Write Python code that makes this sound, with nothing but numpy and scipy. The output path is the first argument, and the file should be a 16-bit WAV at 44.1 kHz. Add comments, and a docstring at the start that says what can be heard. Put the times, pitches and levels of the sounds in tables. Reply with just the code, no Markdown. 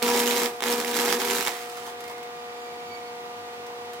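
"""High voltage burns tracks into a wet wooden board in a small workshop.
An arc lights with a snap and strikes twice in every half cycle of the mains: tiny sparks, pops of
hot air and a buzzing flame. Near 0.5 s it drops out, relights with snaps, and near 1.5 s snaps out.
The charred track sizzles away with ticks and bursting bubbles; from about 2 s steam wheezes, then
whistles thinly. Transformer hum and a rush of room air, present throughout, remain at the end."""
import sys
import numpy as np
from scipy import signal
from scipy.fft import rfft, irfft
from scipy.io import wavfile

SR = 44100
rng = np.random.default_rng(int(sys.argv[2]) if len(sys.argv) > 2 else 0)


def dump(signal):
    """Clip the signal to [-1, 1] and save it as 16-bit WAV at the path in sys.argv[1]."""
    limited = np.clip(np.atleast_2d(signal).T, -1, 1)
    pcm = np.round(limited * 32767).astype(np.int16)
    wavfile.write(sys.argv[1], SR, pcm)


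N = 176400
T = np.arange(N) / SR
MAINS_HZ = 60.02
STRIKE_HZ = 4 * MAINS_HZ
STRIKE_AT, STRIKE_CAP = .42, 1.6  # place in the strike cycle; limit of random spread in std deviations

def amp(db):
    """Amplitude ratio of a level in decibels."""
    return 10 ** (np.asarray(db) / 20)

def unit(x):
    """Normalisation to an rms of one."""
    return x / np.sqrt(np.mean(x ** 2) + 1e-20)

def read(points, hz):
    """Interpolation on a logarithmic frequency axis."""
    f, value = np.transpose(points)
    return np.interp(np.log(hz + 1), np.log(f + 1), value)

def level(table, column=1):
    """Amplitude envelope from one dB column of a table."""
    rows = np.array(table)
    return amp(np.interp(T, rows[:, 0], rows[:, column]))

def add(mix, s, sound):
    """Superposition of a sound starting at s seconds."""
    part = mix[..., max(round(s * SR), 0):][..., :len(sound)]
    part += sound[:part.shape[-1]]

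def colour(x, spectrum, size=4096):
    """Minimum-phase filter of unit energy: the spectrum sets only relative levels."""
    log_gain = np.log(amp(read(spectrum, abs(np.fft.fftfreq(size, 1 / SR)))))
    ring = np.fft.ifft(np.exp(np.conj(signal.hilbert(log_gain)))).real[:size // 2]
    return np.apply_along_axis(signal.oaconvolve, -1, x, ring / np.linalg.norm(ring))[..., :N]

def drift(hz):
    """Random modulation of unit rms, mostly below hz."""
    knots = rng.standard_normal(4000)
    return unit(np.interp(2 * hz * T, np.arange(len(knots)), knots))

def spray(per_s, spread_db, strike_spread_db, floor):
    """Modulated shot noise: sparks of uneven size swell at each strike and reach each side unequally."""
    cycle = T * STRIKE_HZ
    strike = cycle.astype(int)
    burst = np.exp(-.5 * ((cycle % 1 - STRIKE_AT) / .17) ** 2)
    strike_db = strike_spread_db * np.clip(rng.standard_normal(N)[strike], -2, STRIKE_CAP)
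    strength = amp(strike_db - 5.5 * (strike % 2))  # every second strike is weaker
    sizes = amp(spread_db * np.minimum(rng.exponential(1, N), 3)) * rng.choice([-1, 1], N)
    fires = rng.random(N) < per_s / SR
    sparks = sizes * fires * (floor + burst * strength)
    return unit(sparks * (1 + rng.standard_normal((2, N))))

# Envelope of the arc, relative: t/s, spark and pop level/dB, flame level/dB
ARC_ENVELOPE = [(0, -75, -75), (.019, -62, -58), (.024, -24, -25.5), (.15, -25.5, -25), (.21, -26, -26),
                (.3, -26.5, -26), (.4, -25, -30), (.462, -25, -28.5), (.485, -43, -37), (.53, -51, -46),
                (.618, -51, -82), (.628, -32, -59), (.652, -28, -39), (.662, -24.5, -30), (.69, -32, -28.5),
                (.735, -24, -27), (.76, -34, -33.5), (.79, -25.5, -27), (.83, -34.5, -40),
                (.89, -28.5, -30), (.942, -32, -32.5), (.955, -22.5, -30), (.995, -26.5, -29),
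                (1.04, -27.5, -28), (1.13, -23, -31.5), (1.18, -37, -29.5), (1.195, -24, -38),
                (1.24, -30, -32.5), (1.32, -25, -31), (1.39, -26.5, -34), (1.455, -34.5, -52),
                (1.49, -33.5, -61), (1.54, -54, -80), (1.62, -65, -85)]
# Spectrum of the sparks: f/Hz, level/dB
SPARK_SPECTRUM = [(40, -50), (120, -42), (200, -23), (400, -6.5), (600, -9.5), (800, -4), (1300, -1.5),
                  (2400, -6), (3500, -6), (5000, -7), (7500, -7), (10000, -10.5), (13000, -8.5),
                  (16000, -14.5)]
def crackle():
    """Filtered shot noise: the arc's many tiny discharges merge into a crackle."""
    sparks = spray(per_s=16000, spread_db=2, strike_spread_db=6, floor=.26)
    return level(ARC_ENVELOPE) * colour(sparks, SPARK_SPECTRUM)

# Harmonics of the flame: multiple of the strike rate, relative level/dB
FLAME_HARMONICS = [(1, 5.5), (2, 9.5), (3, -9.5), (4, 3), (5, -8), (6, -50), (7, -7), (9, -13), (10, -8)]
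def flame_buzz():
    """Periodic expansion: the flame swells at every strike and radiates a harmonic series."""
    flame = level(ARC_ENVELOPE, column=2)
    phase = 2 * np.pi * (STRIKE_HZ * T - STRIKE_AT)
    partials = [amp(db) * (1 + .1 * drift(14)) * np.sin(k * phase) for k, db in FLAME_HARMONICS]
    body = (flame / amp(-29.5)) ** .12  # a larger flame has a heavier fundamental
    tone = body * partials[0] + sum(partials[1:])
    return flame * tone / np.std(sum(partials)) * amp([[.4], [-.4]])

# Spectrum of the pops: f/Hz, level/dB
POP_SPECTRUM = [(40, -33), (110, -31), (190, 0), (290, -0.5), (395, 6), (480, -1.5), (630, -12.5),
                (810, 3.5), (1200, -6), (1900, -8), (4000, -11.5), (8000, -18), (16000, -38.5)]
def pops(jitter_s=.0003, spread_db=3.5):
    """Thermal expansion: each strike gives one push of hot air, uneven in size and timing."""
    strikes = np.arange(int(T[-1] * STRIKE_HZ))
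    late, size = np.clip(rng.standard_normal((len(strikes), 2)), -STRIKE_CAP, STRIKE_CAP).T
    onsets = ((strikes + STRIKE_AT) / STRIKE_HZ + jitter_s * late) * SR
    sizes = amp(spread_db * size)
    train = np.zeros(N)
    # Removing most of the mean weakens the pitched part of the pulse train.
    train[np.clip(onsets.astype(int), 0, N - 1)] = sizes - .88 * sizes.mean()
    return level(ARC_ENVELOPE) * unit(colour(train, POP_SPECTRUM))

# Hard snaps: t/s, relative level/dB
SNAP_EVENTS = [(0.0212, -9), (.19, -9), (.269, -1), (.4598, -3), (.606, -6), (0.6232, -2), (.6303, -3),
               (0.638, 1), (0.6571, -9.5), (0.6607, -4.5), (0.679, -3), (.847, -6.5), (0.951, -4.5),
               (0.9892, -1.5), (.997, -1), (1.056, -1), (1.0752, -4.5), (1.095, -7), (1.4648, -0.5),
               (1.473, 0.5), (1.481, 0.5)]
# Spectrum of the snaps: f/Hz, level/dB
SNAP_SPECTRUM = [(40, -48), (120, -22), (250, -6.5), (450, -1), (630, -4), (900, 5.5), (1600, -0.5),
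                 (3000, -6.5), (6000, -13), (16000, -21.5)]
def snaps(fizz_s=.00035):
    """Impulse excitation: a hard pop and a spit of sparks as the arc lights, jumps or breaks."""
    out, t = np.zeros(N), T[:SR // 100]
    for s, db in SNAP_EVENTS:
        fizz = .2 * (t > 0) * rng.standard_normal(len(t)) * np.exp(-t / fizz_s)
        add(out, s, amp(db) * ((t == 0) + fizz))
    return colour(out, SNAP_SPECTRUM)

# Envelope of the sizzle: t/s, relative level/dB
SIZZLE_ENVELOPE = [(0, -41.5), (.45, -46), (.54, -46), (.6, -59), (.7, -60), (1.45, -37), (1.54, -36),
                   (1.62, -40), (1.68, -44.5), (1.77, -44), (1.82, -44.5), (1.89, -41), (1.95, -57),
                   (2.1, -49.5), (2.3, -83), (4, -76)]
# Late ticks of the embers: t/s, relative level/dB
EMBER_TICKS = [(1.541, -18), (1.697, -13.5), (1.771, -13.5), (1.863, -18), (2.005, -14.5), (2.009, -36),
               (2.039, -16), (2.08, -16.5), (2.097, -18), (2.113, -18), (2.18, -20), (2.23, -18.5),
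               (3.666, -19), (3.933, -15.5)]
# Spectrum of sizzle and ticks: f/Hz, level/dB
EMBER_SPECTRUM = [(100, -86), (500, -16), (1200, 10.5), (2500, 6), (5000, 3.5), (9000, 1.5), (12500, -2),
                  (16000, -2)]
def embers(decay_s=.0045):
    """Shot noise and damped noise bursts: the charred track sizzles and ticks."""
    out = level(SIZZLE_ENVELOPE) * spray(per_s=6800, spread_db=4.5, strike_spread_db=.5, floor=.22)
    t = T[:SR // 50]
    for s, db in EMBER_TICKS:
        tick = rng.standard_normal(len(t)) * np.exp(-t / decay_s)
        add(out, s, amp(db) * tick / np.linalg.norm(tick))
    return colour(out, EMBER_SPECTRUM)

# Course of the steam whistle: t/s, f/Hz, relative level/dB
WHISTLE_COURSE = [(2.25, 2380, -72), (2.38, 2410, -58.5), (2.48, 2357, -56), (2.68, 2338, -50.5),
                  (2.8, 2316, -56), (2.94, 2270, -49), (3.021, 2184, -57), (3.08, 2225, -45),
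                  (3.18, 2180, -83)]
# Harmonics of the whistle: harmonic number, relative level/dB
WHISTLE_HARMONICS = [(1, -3), (2, -4.5), (3, -12), (5, -23), (6, -21)]
def steam_whistle(jitter=.009, flutter_db=4.5):
    """Flow-driven oscillation: escaping steam sounds a fluttering tone that sinks as the wood cools."""
    s, hz, _ = np.transpose(WHISTLE_COURSE)
    pitch = np.interp(T, s, hz) * (1 + jitter * drift(110))
    phase = 2 * np.pi * np.cumsum(pitch) / SR
    tone = sum(amp(db + flutter_db * drift(30)) * np.sin(k * phase) for k, db in WHISTLE_HARMONICS)
    return level(WHISTLE_COURSE, column=2) * tone * (T > s[0]) * (T < s[-1])

def steam_wheeze(peak_s=2.125, width_s=.15, hz=2150):
    """Random frequency modulation: a short, rough tone as the steam first finds its way out."""
    phase = 2 * np.pi * np.cumsum(hz * (1 + .02 * drift(150))) / SR
    swell = np.exp(-((T - peak_s) / width_s) ** 2)
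    return amp(-51) * swell * np.sin(phase)

# Bubbles in the wet track: t/s, f/Hz, relative level/dB
BUBBLE_BURSTS = [(1.775, 1200, -31), (1.855, 1180, -32), (1.876, 860, -27.5), (2.101, 960, -28),
                 (2.477, 1210, -41), (3.537, 970, -44), (3.703, 900, -29)]
def bubbles(decay_s=.0036):
    """Damped resonance: each bursting bubble rings with a short, soft blip."""
    out, t = np.zeros(N), T[:SR // 25]
    for s, hz, db in BUBBLE_BURSTS:
        add(out, s, amp(db) * np.exp(-t / decay_s) * np.sin(2 * np.pi * hz * t))
    return out

# Harmonics of the transformer: multiple of the mains frequency, level/dB
HUM_HARMONICS = [(4, -60), (6, -73.5), (8, -42), (12, -43.5), (16, -58.5), (20, -54), (24, -61.5),
                 (28, -80.5), (32, -60.5), (40, -67), (60, -67.5)]
def transformer_hum():
    """Forced vibration: the transformer sings on even multiples of the mains, each wavering slightly."""
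    phase = 2 * np.pi * MAINS_HZ * T
    tone = sum(amp(db) * (1 + .1 * drift(2.7)) * np.sin(k * phase) for k, db in HUM_HARMONICS)
    return np.sqrt(2) * tone * amp([[.5], [-.5]])

# Spectrum of the room air: f/Hz, relative level/dB
AIR_SPECTRUM = [(25, -40), (60, -15), (78, -27.5), (92, 1.5), (120, -13), (145, -4), (250, -2), (400, 3),
                (600, -2.5), (850, 8.5), (1400, 0.5), (2200, -1), (3000, -3.5), (4500, -7.5), (7000, -14),
                (10000, -19), (16000, -22)]
# Likeness of left and right: f/Hz, coherence
AIR_COHERENCE = [(60, 0.9), (150, 0.72), (380, 0.61), (950, 0.45), (2400, 0.65), (6000, 0.38),
                 (15000, 0.14)]
# Balance of the air: f/Hz, left minus right level/dB
AIR_TILT = [(60, 6), (150, -2.5), (380, 0.5), (950, -1), (2400, -3), (6000, -1.5), (15000, 1)]
# Phase lead of the left side: f/Hz, phase/rad
AIR_LEAD = [(0, -0.5), (600, 0.3), (860, -2.5), (1890, -3), (2150, -2.5), (3880, -3), (5340, -3.1),
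            (15800, -5)]
def room_air():
    """Partially coherent noise: a steady rush of air, perhaps from a fan, partly alike on both sides."""
    hz = np.fft.rfftfreq(N, 1 / SR)
    common, separate = rfft(rng.standard_normal((2, N)))
    coherence, tilt_db = read(AIR_COHERENCE, hz), read(AIR_TILT, hz) / 2
    left = common * amp(tilt_db) * np.exp(1j * read(AIR_LEAD, hz))
    right = (coherence * common + np.sqrt(1 - coherence ** 2) * separate) * amp(-tilt_db)
    return amp(-41) * unit(irfft(np.array([left, right]) * amp(read(AIR_SPECTRUM, hz)), N))

# Reverberation time of the workshop: f/Hz, T60/s
REVERB_TIME = [(100, 0.16), (400, 0.45), (1500, 0.2), (5000, 0.16), (16000, 0.18)]
# Balance of sound from the board: f/Hz, left minus right level/dB
BOARD_TILT = [(200, 0.5), (500, 0), (1200, 0), (2500, -8.5), (5000, -6.5), (9000, -1.5), (14000, -0.5)]
# Phase lead of the left side: f/Hz, phase/rad
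BOARD_LEAD = [(100, -0.18), (500, -0.18), (1200, -1), (2500, -0.6), (3200, -1.2), (4300, 0.59),
              (7000, 1.13), (16000, 0.66)]
def workshop(x, bench_db, bench_s, room_db, size=16384):
    """Convolution: direct sound from the right, quick echoes off board and bench, a short room tail."""
    t, hz = T[:size], np.fft.rfftfreq(size, 1 / SR)
    bench = rng.standard_normal((2, size)) * np.exp(-t / bench_s) * (t > .0005)
    f, when, noise = signal.stft(rng.standard_normal((2, size)), SR, nperseg=256)
    decay = amp(-60 * when / read(REVERB_TIME, f)[:, None])
    tail = signal.istft(noise * decay, SR, nperseg=256)[1][:, :size] * (t > .005)
    bench, tail = (rfft(v / np.linalg.norm(v, axis=1, keepdims=True)) for v in (bench, tail))
    mono = 1 / (1 + (hz / 2060) ** 4)  # both sides share the low part of the tail
    room = np.sqrt(1 - mono) * tail + np.sqrt(mono / 2) * tail.sum(0)
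    echoes = amp(bench_db) * bench * (1 - mono) + amp(room_db) * room
    sides = np.array([[.5], [-.5]])
    direction = amp(read(BOARD_TILT, hz) * sides) * np.exp(1j * read(BOARD_LEAD, hz) * sides)
    lead = size // 128  # samples of room for ringing ahead of the direct sound
    response = np.roll(irfft((1 + echoes) * direction, size), lead, 1)
    return signal.fftconvolve(np.atleast_2d(x), response, axes=1)[:, lead:lead + N]

def scene():
    """Superposition: the arc and the cooling track in the workshop, over hum and air."""
    sparks = workshop(crackle(), bench_db=-9, bench_s=.012, room_db=-5)
    blows = workshop(amp(-8) * pops() + amp(-2.5) * snaps(), bench_db=4, bench_s=.0013, room_db=-6.5)
    hot_wood = embers() + steam_whistle() + steam_wheeze() + bubbles()
    track = workshop(hot_wood, bench_db=-6, bench_s=.0058, room_db=-3)
    return amp(-2.5) * sparks + blows + amp(-3) * track + flame_buzz() + transformer_hum() + room_air()

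def record(dry):
    """Soft saturation rounds the highest peaks; filters then limit the band to 30-15950 Hz."""
    ceiling = amp(-7)
    rounded = ceiling * np.tanh(dry / ceiling)
    highpass = signal.butter(2, 30, "high", fs=SR, output="sos")
    lowpass = signal.firwin(511, 15950, window=("kaiser", 9), fs=SR)
    return signal.oaconvolve(signal.sosfilt(highpass, rounded), lowpass[None], "same")

dry = scene()
out = record(dry)
dump(out)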